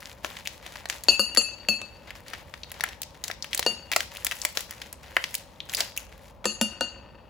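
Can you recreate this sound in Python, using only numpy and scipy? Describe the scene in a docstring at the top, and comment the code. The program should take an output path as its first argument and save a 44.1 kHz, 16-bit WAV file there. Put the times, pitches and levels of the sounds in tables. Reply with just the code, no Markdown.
"""Over the quiet hum of a small kitchen, hands peel the foil off a plastic blister strip close to a phone:
the film rustles and the shell buckles in sharp snaps. After a second, four hard candies fall onto a
ceramic plate, which knocks on the stone counter and rings; they hop and roll. The snaps crowd together
as a fifth falls near 3.7 s. From 6.3 s the film is silent, and the last three candies land.
The room answers each snap and clink with a short echo."""
import sys
import numpy as np
from scipy import signal
from scipy.fft import rfft, irfft
from scipy.io import wavfile
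from scipy.ndimage import uniform_filter1d, minimum_filter1d

SR = 44100
rng = np.random.default_rng(int(sys.argv[2]) if len(sys.argv) > 2 else 0)


def bounce(signal):
    """Save signal as a 16-bit WAV file at the path given by the first command-line argument."""
    frames = np.transpose(np.atleast_2d(signal))
    limited = np.clip(frames, -1, 1)
    pcm = np.round(limited * 32767).astype(np.int16)
    wavfile.write(sys.argv[1], SR, pcm)


N = 321489

# spectrum of the kitchen's background: (frequency [Hz], relative density [dB])
HUM_COLOUR = [(20, -29), (32, -16), (50, 6), (70, 5.5), (110, -2), (200, -4), (400, -13.5), (560, -2),
              (680, -12.5), (900, -8), (1500, -23), (2700, -26.5), (7000, -41), (16000, -41)]
# spectrum of the kitchen's echo: (frequency [Hz], relative level [dB])
ROOM_COLOUR = [(100, -1.5), (500, 7), (2000, 1), (6000, 6), (15000, -3)]
# reverberation time of the kitchen: (frequency [Hz], t60 [s])
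ROOM_T60 = [(150, 0.25), (1000, 0.26), (4000, 0.42), (14000, 0.13)]
# finger strokes along the film: (start [s], length [s], relative rustle [dB], relative fizz [dB])
STROKES = [(0.0, .12, -49.5, -56), (0.228, 0.17, -45, -53), (0.438, 0.12, -52.5, -55.5),
           (0.619, .19, -46, -56.5), (0.884, 0.083, -44, -49), (1.034, 0.15, -51.5, -56),
           (2.069, 0.012, -41, -58), (2.147, 0.014, -44, -54), (2.258, 0.15, -46, -58.5),
           (2.471, 0.15, -59.5, -63), (2.656, 0.066, -55, -66), (2.736, 0.19, -45.5, -58.5),
           (3.138, 0.019, -52.5, -64), (3.237, 0.047, -46, -51), (3.417, 0.051, -52.5, -59),
           (3.504, 0.21, -46, -54), (3.93, 0.1, -52, -46), (4.106, 0.16, -46.5, -54.5),
           (4.247, 0.25, -51.5, -47.5), (4.545, 0.068, -42.5, -43), (4.68, 0.21, -50.5, -58.5),
           (5.023, 0.17, -48, -60.5), (5.168, 0.24, -52, -53), (5.685, .19, -44.5, -49.5),
           (5.773, 0.033, -32, -35), (5.962, 0.048, -49, -49.5), (6.113, 0.015, -48, -60.5),
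           (6.207, 0.079, -57, -63)]
# spectrum of the film's papery rustle: (frequency [Hz], relative level [dB])
RUSTLE_COLOUR = [(300, 1), (700, 7.5), (1200, 2), (1900, 7.5), (3000, 3.5), (4500, -3), (7000, -14.5),
                 (10000, -44)]
# spectrum of the film's fine fizz: (frequency [Hz], relative level [dB])
FIZZ_COLOUR = [(3000, -17), (6000, -7.5), (8500, -5.5), (11500, -6), (15500, -6.5), (17000, -40)]
# buckles of the shell: (time [s], relative body level [dB], body centre [Hz],
# body half-width [octaves], relative crack level [dB], body t60 [ms])
SNAPS = [(0.2467, -25, 1080, 1.3, -35, 3.2), (0.368, -36.5, 2080, 1, -55, 22),
         (0.4587, -35.5, 2630, 0.26, -46, 11), (0.4737, -27, 3900, 1.04, -58, 1.6),
         (0.8564, -32.5, 1380, 1.3, -52, 5.7), (0.8991, -23, 3150, 1.07, -45.5, 3.7),
         (1.037, -39, 2660, 2.7, -31.5, 5.8), (1.349, -32, 3240, 1.9, -34, 2.4),
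         (1.3631, -32, 2010, 0.98, -42, 3), (2.1061, -37, 2080, 0.79, -46, 3.5),
         (2.3342, -30.5, 1430, 1.18, -43, 32), (2.5397, -35, 1908, 1.02, -57, 4.1),
         (2.634, -34.5, 3770, 0.37, -71, 8.1), (2.7175, -39, 1915, 2.2, -31, 2.5),
         (2.808, -26.5, 2333, 1.35, -52, 11), (2.838, -21, 1630, 0.7, -22.5, 25),
         (3.018, -27.5, 7300, 2, -44, 2.3), (3.032, -35.5, 3400, 0.99, -35, 1.8),
         (3.2393, -27.5, 4700, 0.98, -35.5, 17), (3.2807, -31, 3750, 1.24, -51, 4.2),
         (3.3008, -30.5, 960, 0.92, -50, 6), (3.3136, -31.5, 2535, 0.91, -47, 4),
         (3.4249, -30, 5050, 0.37, -62, 0.92), (3.4442, -34.5, 2160, 0.75, -39.5, 6.3),
         (3.5316, -25.5, 3140, 0.68, -64, 3.8), (3.5477, -28.5, 3380, 3.9, -20, 7),
         (3.5766, -31, 4200, 0.25, -23, 2.2), (3.5941, -19.5, 2940, 8.4, -28, 10),
         (3.628, -28.5, 2520, 1.2, -56, 1.2), (3.9167, -24, 1600, 1.7, -32.5, 9.3),
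         (3.9246, -26.5, 2000, 1.6, -40, 16), (3.9342, -24, 2580, 0.59, -30, 9),
         (3.9625, -13.5, 1660, 1.66, -26, 12), (4.0055, -24, 2090, 1.2, -41, 7),
         (4.17, -37.5, 3304, 0.44, -35.5, 3), (4.2475, -33.5, 1540, 2.1, -17.5, 6.9),
         (4.2674, -23, 2100, 1.5, -26, 4), (4.3124, -28, 2450, 1.1, -33, 8.7),
         (4.3199, -28.5, 1850, 1.17, -40, 25), (4.417, -29, 6140, 0.57, -47, 1.9),
         (4.4507, -20.5, 2150, 1.55, -18, 9.5), (4.573, -21.5, 1960, 1.6, -46, 6.9),
         (4.607, -33, 3900, 4.9, -38, 4.6), (4.709, -39.5, 2370, 0.84, -30.5, 4.7),
         (4.8166, -34, 2570, 0.96, -40, 29), (4.9277, -38, 4755, 2.6, -36, 4.2),
         (5.1673, -14.5, 1660, 0.65, -29, 13), (5.2409, -24.5, 2360, 0.63, -33, 2),
         (5.3427, -36, 1604, 1.04, -25.5, 4.9), (5.3514, -30, 3700, 0.43, -21, 4),
         (5.604, -31, 3390, 0.44, -74, 4), (5.6958, -34.5, 3430, 0.9, -56.5, 7),
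         (5.7374, -31, 2420, .5, -27, 5.5), (5.748, -25, 4370, 0.51, -20, 7.7),
         (5.7698, -29, 5700, 0.8, -47, 9.4), (5.8055, -19, 3840, 0.68, -24, 20),
         (5.9755, -30, 2740, 0.25, -22.5, 12), (6.4432, -32.5, 1180, 1.3, -67, 30)]
# modes that ring at each landing, those of the plate on the counter and, at 7350 Hz, the candy's own short
# ring: (frequency [Hz], relative level [dB], t60 [s])
PLATE_MODES = [(218, -2, .22), (262, -8, .12), (334, -15, .22), (502, -3, .09), (580, -3, .07),
               (700, -1, .05), (926, -8, .07), (1260, -10, .08), (1480, -8, .09), (1810, -6, .03),
               (2690, 0, .05), (4580, -2, .05), (7350, 6, .035), (2620, 1, .25), (2633, -14, .7),
               (2815, -2, .26), (2818, -16, .75), (4355, -2, .24), (4503, 5, .16), (4509, -7, .55),
               (6330, -7, .34), (6708, -7, .36), (7140, -10, .34), (7220, 1, .28), (8450, 1, .25),
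               (9490, 0, .24), (10290, -7, .3), (10995, 4, .26), (12085, -9, .24), (12660, -11, .16),
               (13910, -11, .2), (14330, 1, .14), (14590, -5, .16), (15210, -12, .18)]
# borders between the seven groups of modes, the lowest group being the knock: (frequency [Hz])
GROUP_EDGES_HZ = [2300, 2720, 3500, 4430, 5500, 8000]
# candies landing; the spot struck decides how hard each group of modes rings:
# (time [s], relative tick level [dB], knock gain [dB], six ring gains from low to high [dB])
DROPS = [ (1.0848, -21, -28.5, -18, -23.5, -39, -19, -29.5, -39.5),
         (1.1945, -31, -30, -33, -22.5, -33, -25, -31, -35.5),
         (1.3727, -25.5, -27, -23, -25, -26, -23.5, -24, -35),
         (1.6864, -28, -30.5, -22.5, -40, -27, -26.5, -34, -40.5),
         (3.6639, -25, -25, -52, -22.5, -38, -32, -35.5, -41.5),
         (6.4552, -23.5, -25, -39, -27, -30, -30, -28.5, -45),
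         (6.613, -21.5, -26.5, -70, -23, -38.5, -35, -34, -40.5),
         (6.809, -28.5, -27.5, -54, -26.5, -41, -40, -40.5, -55)]
# candies hopping once more where they landed: (time [s], tick level below the landing [dB])
BOUNCES = [(1.415, 14), (1.816, 11), (3.7243, 22)]
# spectrum of the hard contact of candy on glaze: (frequency [Hz], relative level [dB])
TICK_COLOUR = [(120, -1), (280, 10), (600, 10.5), (1500, 4.5), (3500, 1), (5000, 0.5), (8000, 3.5),
               (12000, -11), (16000, -17.5)]
# level difference between the two microphone ports: (frequency [Hz], left minus right [dB])
PORT_BALANCE = [(60, -2), (200, 0), (380, 1), (600, 6), (1200, 6.5), (2400, 2.5), (4400, 7.5), (8000, -1),
                (15000, 0)]
# phase difference between left and right: (frequency [Hz], lead of the left [rad])
STEREO_PHASE = [(0, 0), (1600, .1), (2100, .6), (5400, -.2), (6400, .2), (7500, -.5), (8400, -2.6),
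                (9560, -3.5), (10500, -5.8), (11600, -6.7), (12700, -8.9), (13700, -9.7), (14800, -12.3)]

SIDES = np.array([[.5], [-.5]])  # splits a difference between left and right
LN_1000 = np.log(1000)  # amplitude falls by 60 dB in one t60


def undb(db):
    """Amplitude ratio of a level in decibels."""
    return 10 ** (np.asarray(db) / 20)


def unit(x):
    """Normalisation to rms 1."""
    return x / np.sqrt(np.mean(x ** 2) + 1e-20)


def freqs(x):
    """Fourier frequencies of x, floored at 1 Hz."""
    return np.maximum(np.fft.rfftfreq(x.shape[-1], 1 / SR), 1)


def read(points, hz):
    """Linear interpolation of (frequency [Hz], value) points on a log frequency axis."""
    at, value = np.transpose(points)
    return np.interp(np.log(hz), np.log(np.maximum(at, 1)), value)


def shape(x, gain):
    """Linear filtering: the spectrum is multiplied by a gain at each frequency."""
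    return irfft(rfft(x) * gain, x.shape[-1])


def colour(x, points):
    """Spectral weighting by (frequency [Hz], level [dB]) points."""
    return shape(x, undb(read(points, freqs(x))))


def bell(hz, octaves):
    """Response curve of a broad resonance, about 6 dB down at `octaves` from its centre."""
    return lambda f: (1 + (np.log2(f / hz) / (2 * max(octaves, .2))) ** 2) ** -3


def resonance(x, hz, width_hz):
    """Forced response of a damped oscillator, with gain 1 at its centre."""
    return signal.lfilter(*signal.iirpeak(hz, hz / width_hz, fs=SR), x)


def stereo_noise(size, apart):
    """Partly coherent noise: `apart` is the ratio of side to mid amplitude."""
    mid, side = rng.standard_normal((2, size))
    return unit(mid + apart * np.array([[1], [-1]]) * side)


def wander(rows, size, per_s):
    """Random modulation: slow curves with a spread near 1."""
    step = int(SR / per_s)
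    held = np.repeat(rng.standard_normal((rows, 256))[:, :size // step + 1], step, axis=1)
    return uniform_filter1d(held, step, axis=1)[:, :size]


def add(track, s, sound):
    """Superposition of a sound on the track at s seconds."""
    start = max(int(s * SR), 0)
    part = sound[..., :max(N - start, 0)]
    track[:, start:start + part.shape[-1]] += part


def add_burst(track, s, gain_at, t60_ms, db, apart, size=2048):
    """Damped noise transient coloured by gain_at(Hz); db is the level of its energy spread over 5 ms."""
    lead_s, span_s = .004, .005
    t = np.arange(size) / SR - lead_s
    decay = (t >= 0) * np.exp(-LN_1000 * np.abs(t) * 1000 / max(t60_ms, 1))
    burst = stereo_noise(size, apart) * decay
    burst = unit(shape(burst, gain_at(freqs(burst)))) * np.sqrt(span_s * SR / size)
    add(track, s - lead_s, burst * undb(db))


def hum(level_db=-50.6):
    """Stationary noise: the household background, with its power mostly at low frequencies."""
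    return unit(colour(stereo_noise(N, apart=0.36), HUM_COLOUR)) * undb(level_db)


def kitchen_echo(x, wet_db, build_s=0.0006):
    """Reverberation: the diffuse field of a small hard room decays exponentially, the top fastest."""
    t = np.arange(SR // 2) / SR
    noise = stereo_noise(len(t), apart=0.88)
    tail = 0
    for k, (_, t60) in enumerate(ROOM_T60):
        band = read([(hz, float(j == k)) for j, (hz, _) in enumerate(ROOM_T60)], freqs(noise))
        tail = tail + shape(noise, band) * np.exp(-LN_1000 * t / t60)
    onset = 1 - np.exp(-t / build_s)
    response = unit(colour(tail, ROOM_COLOUR) * onset) / np.sqrt(len(t))
    return undb(wet_db) * signal.fftconvolve(x, response, axes=1)[:, :N]


def counter_reflection(x, lag_s=0.003, reflection_db=-14):
    """Interference: the direct sound adds to its delayed reflection from the worktop."""
    return x + undb(reflection_db) * shape(x, np.exp(-2j * np.pi * freqs(x) * lag_s))


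def stroke_envelope(start, length, attack_s=0.0073, fall_db_per_s=238):
    """Envelope of a stroke: linear rise, hold and exponential decay."""
    t = np.arange(N) / SR - start
    return np.clip(t / attack_s, 0, 1) * undb(-fall_db_per_s * np.maximum(t - length, 0))


def friction(per_s=600, spread_db=5.5, tint_db=7.0):
    """Stick-slip friction: tiny unequal slips, each favouring its own resonances, over a smooth hiss."""
    at = rng.permutation(N)[:int(per_s * N / SR)]
    size_db = spread_db * np.minimum(rng.exponential(size=N), 3)[at]
    crackle = np.zeros(N)
    for hz in np.geomspace(1000, 14000, 9):
        slips = np.zeros(N)
        slips[at] = undb(size_db + tint_db * rng.standard_normal(N)[at]) * rng.choice([-1, 1], N)[at]
        crackle += resonance(slips, hz, hz / 3)
    return unit(crackle) + stereo_noise(N, apart=0.5)


def film(rustle_gain_db=-2.5, fizz_gain_db=1.0):
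    """Friction noise: as the foil slides and peels, the same slips give a rustle and a finer fizz."""
    grip = (0, 6.3, -58, -67)  # one long faint stroke: the strip whispers until it is tipped
    rustle_envelope, fizz_envelope = 0, 0
    for start, length, rustle_db, fizz_db in [*STROKES, grip]:
        effort = stroke_envelope(start, length)
        rustle_envelope = np.maximum(rustle_envelope, effort * undb(rustle_db))
        fizz_envelope = np.maximum(fizz_envelope, effort * undb(fizz_db))
    slips = friction()
    rustle = unit(colour(slips, RUSTLE_COLOUR)) * rustle_envelope * undb(rustle_gain_db)
    fizz = unit(colour(slips, FIZZ_COLOUR)) * fizz_envelope * undb(fizz_gain_db)
    return rustle + fizz


def creases(per_s=14, body_gain_db=1.5, crack_gain_db=2, scatter_db=4.5, hz=2300, octaves=1.6, t60_ms=6):
    """Small-scale buckling: creases give way at random moments of the strokes; rows as in SNAPS."""
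    rows = []
    for start, length, rustle_db, fizz_db in STROKES:
        draws = np.column_stack([rng.random(8), rng.standard_normal((8, 3))])
        for when, body, pitch, crack in draws[:int(round(per_s * length))]:
            body_db = rustle_db + body_gain_db + scatter_db * body
            crack_db = fizz_db + crack_gain_db + scatter_db * crack
            rows.append((start + when * length, body_db, hz * 2 ** (pitch / 2), octaves, crack_db, t60_ms))
    return rows


def shell(buckles, body_gain_db=-0.02, crack_gain_db=-3.5, crack_t60_ms=5.6, rebound_s=0.003):
    """Snap-through buckling: a panel flips with a damped note and a bright crack, then springs back."""
    out = np.zeros((2, N))
    crack_band = lambda f: 1 / np.sqrt(1 + (7500 / f) ** 6 + (f / 12500) ** 4)
    for s, body_db, hz, octaves, crack_db, t60_ms in buckles:
        force_db = body_db + 25  # relative to a middling buckle
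        panned_db = body_db + rng.normal(3.5, 0.2) * SIDES  # louder on the left
        rebound_db = min(-8 - 0.2 * force_db, 0)
        for at, flip_db in (s, 0), (s + rebound_s, rebound_db):
            add_burst(out, at, bell(hz, octaves), t60_ms, panned_db + body_gain_db + flip_db, apart=0.4)
            add_burst(out, at, crack_band, crack_t60_ms, crack_db + crack_gain_db + flip_db, apart=.15)
        thump_db = panned_db - 20 + 0.93 * force_db  # hard buckles jolt the whole strip in the hand
        add_burst(out, s, bell(hz=600, octaves=0.65), t60_ms=24, db=thump_db, apart=0.26)
    return out


def hollow_pop(x, pop_db=-4, dip_share=0.42):
    """Resonance and notch: the snaps get a hollow pop near 1.9 kHz and are thinner near 1.3 kHz."""
    pop = undb(pop_db) * resonance(x, hz=1880, width_hz=260)
    dip = dip_share * resonance(x, hz=1280, width_hz=350)
    return x + pop - dip


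def rolling(level_db=-54, crowd_db=0.61, fall_db_per_s=32, ticks_per_s=300, dull_hz=3500, tick_db=-6):
    """Random excitation: rolling candies tick and keep the plate faintly ringing, more so as it fills."""
    t = np.arange(N) / SR
    rolls = [(t > s) * undb(crowd_db * k - fall_db_per_s * np.abs(t - s))
             for k, (s, *_) in enumerate(DROPS)]
    ticks = (rng.random(N) < ticks_per_s / SR) * undb(4 * rng.standard_normal(N))
    ticks = shape(ticks, 1 / (1 + (freqs(ticks) / dull_hz) ** 4))
    rings = sum(resonance(ticks, hz, width_hz=60) for hz, _, _ in PLATE_MODES)
    return (unit(rings) + undb(tick_db) * unit(ticks)) * np.max(rolls, axis=0) * undb(level_db)


def landings(dulling_db_per_group=3.5):
    """Inelastic impact: all drops, plus each bounce as a softer, duller copy of the drop before it."""
    rows = list(DROPS)
    for s, softer_db in BOUNCES:
        _, *levels = [drop for drop in DROPS if drop[0] < s][-1]
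        loss_db = softer_db + dulling_db_per_group * np.arange(len(levels))
        rows.append((s, *(np.array(levels) - loss_db)))
    return rows


def plate(scatter_db=2.3, tick_t60_ms=11.0, tick_gain_db=3.0, waver_db=3.5):
    """Modal vibration: each candy ticks on the glaze and sets the plate knocking and ringing."""
    out = np.zeros((2, N))
    hz, mode_db, t60 = np.transpose(PLATE_MODES)
    group = np.digitize(hz, GROUP_EDGES_HZ)
    t = np.arange(SR * 2 // 3) / SR
    decay = np.exp(-LN_1000 * t / t60[:, None])
    tick_band = lambda f: undb(read(TICK_COLOUR, f))
    for s, tick_db, *group_db in landings():
        sign = np.where(group == 0, rng.choice([-1, 1], len(hz)), (-1) ** group)
        amplitude = undb(mode_db + np.array(group_db)[group] + scatter_db * rng.standard_normal(len(hz)))
        # candies rolling over the plate make each ring waver in strength and pitch
        swell = 1 + (undb(waver_db) - 1) * wander(len(hz), len(t), per_s=45)
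        drift_rad = wander(len(hz), len(t), per_s=45)
        phase = 2 * np.pi * hz[:, None] * t + (drift_rad - drift_rad[:, :1])
        rings = np.sin(phase.astype(np.float32)) * decay * swell
        add(out, s, (sign * amplitude) @ rings)
        add_burst(out, s, tick_band, tick_t60_ms, tick_db + tick_gain_db, apart=0.17)
    return out


def cut_deep_bass(x, corner_hz=185):
    """High-pass filter: the plate's sound carries no deep bass."""
    return signal.sosfilt(signal.butter(6, corner_hz, "high", fs=SR, output="sos"), x)


def lean_left(x):
    """Level difference: most frequencies reach the left port more strongly."""
    return shape(x, undb(SIDES * read(PORT_BALANCE, freqs(x))))


def limiter(x, ceiling=.88, window=221):
    """Peak limiting: the phone lowers its gain for a few milliseconds around the highest peaks."""
    gain = ceiling / np.maximum(np.abs(x).max(axis=0), ceiling)
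    return x * uniform_filter1d(minimum_filter1d(gain, window), window)


def scene():
    """Superposition: hum, film, shell and plate add to the echoes of the snaps and clinks."""
    clinks = lean_left(cut_deep_bass(plate() + rolling()))
    rustle_and_hum = lean_left(film() + hum())
    clinks = clinks + kitchen_echo(clinks, wet_db=-11.5)
    snaps = hollow_pop(shell([*SNAPS, *creases()]))
    snaps = counter_reflection(snaps) + kitchen_echo(snaps, wet_db=-13)
    return rustle_and_hum + snaps + clinks


def record(dry, top_hz=16300):
    """Phase shift: the treble is out of step between left and right; peaks are limited, the top cut."""
    lead_rad = read(STEREO_PHASE, freqs(dry))
    shifted = shape(dry, np.exp(1j * SIDES * lead_rad))
    lowpass = signal.ellip(8, .2, 70, top_hz, fs=SR, output="sos")
    return signal.sosfilt(lowpass, limiter(shifted))


dry = scene()
out = record(dry)
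bounce(out)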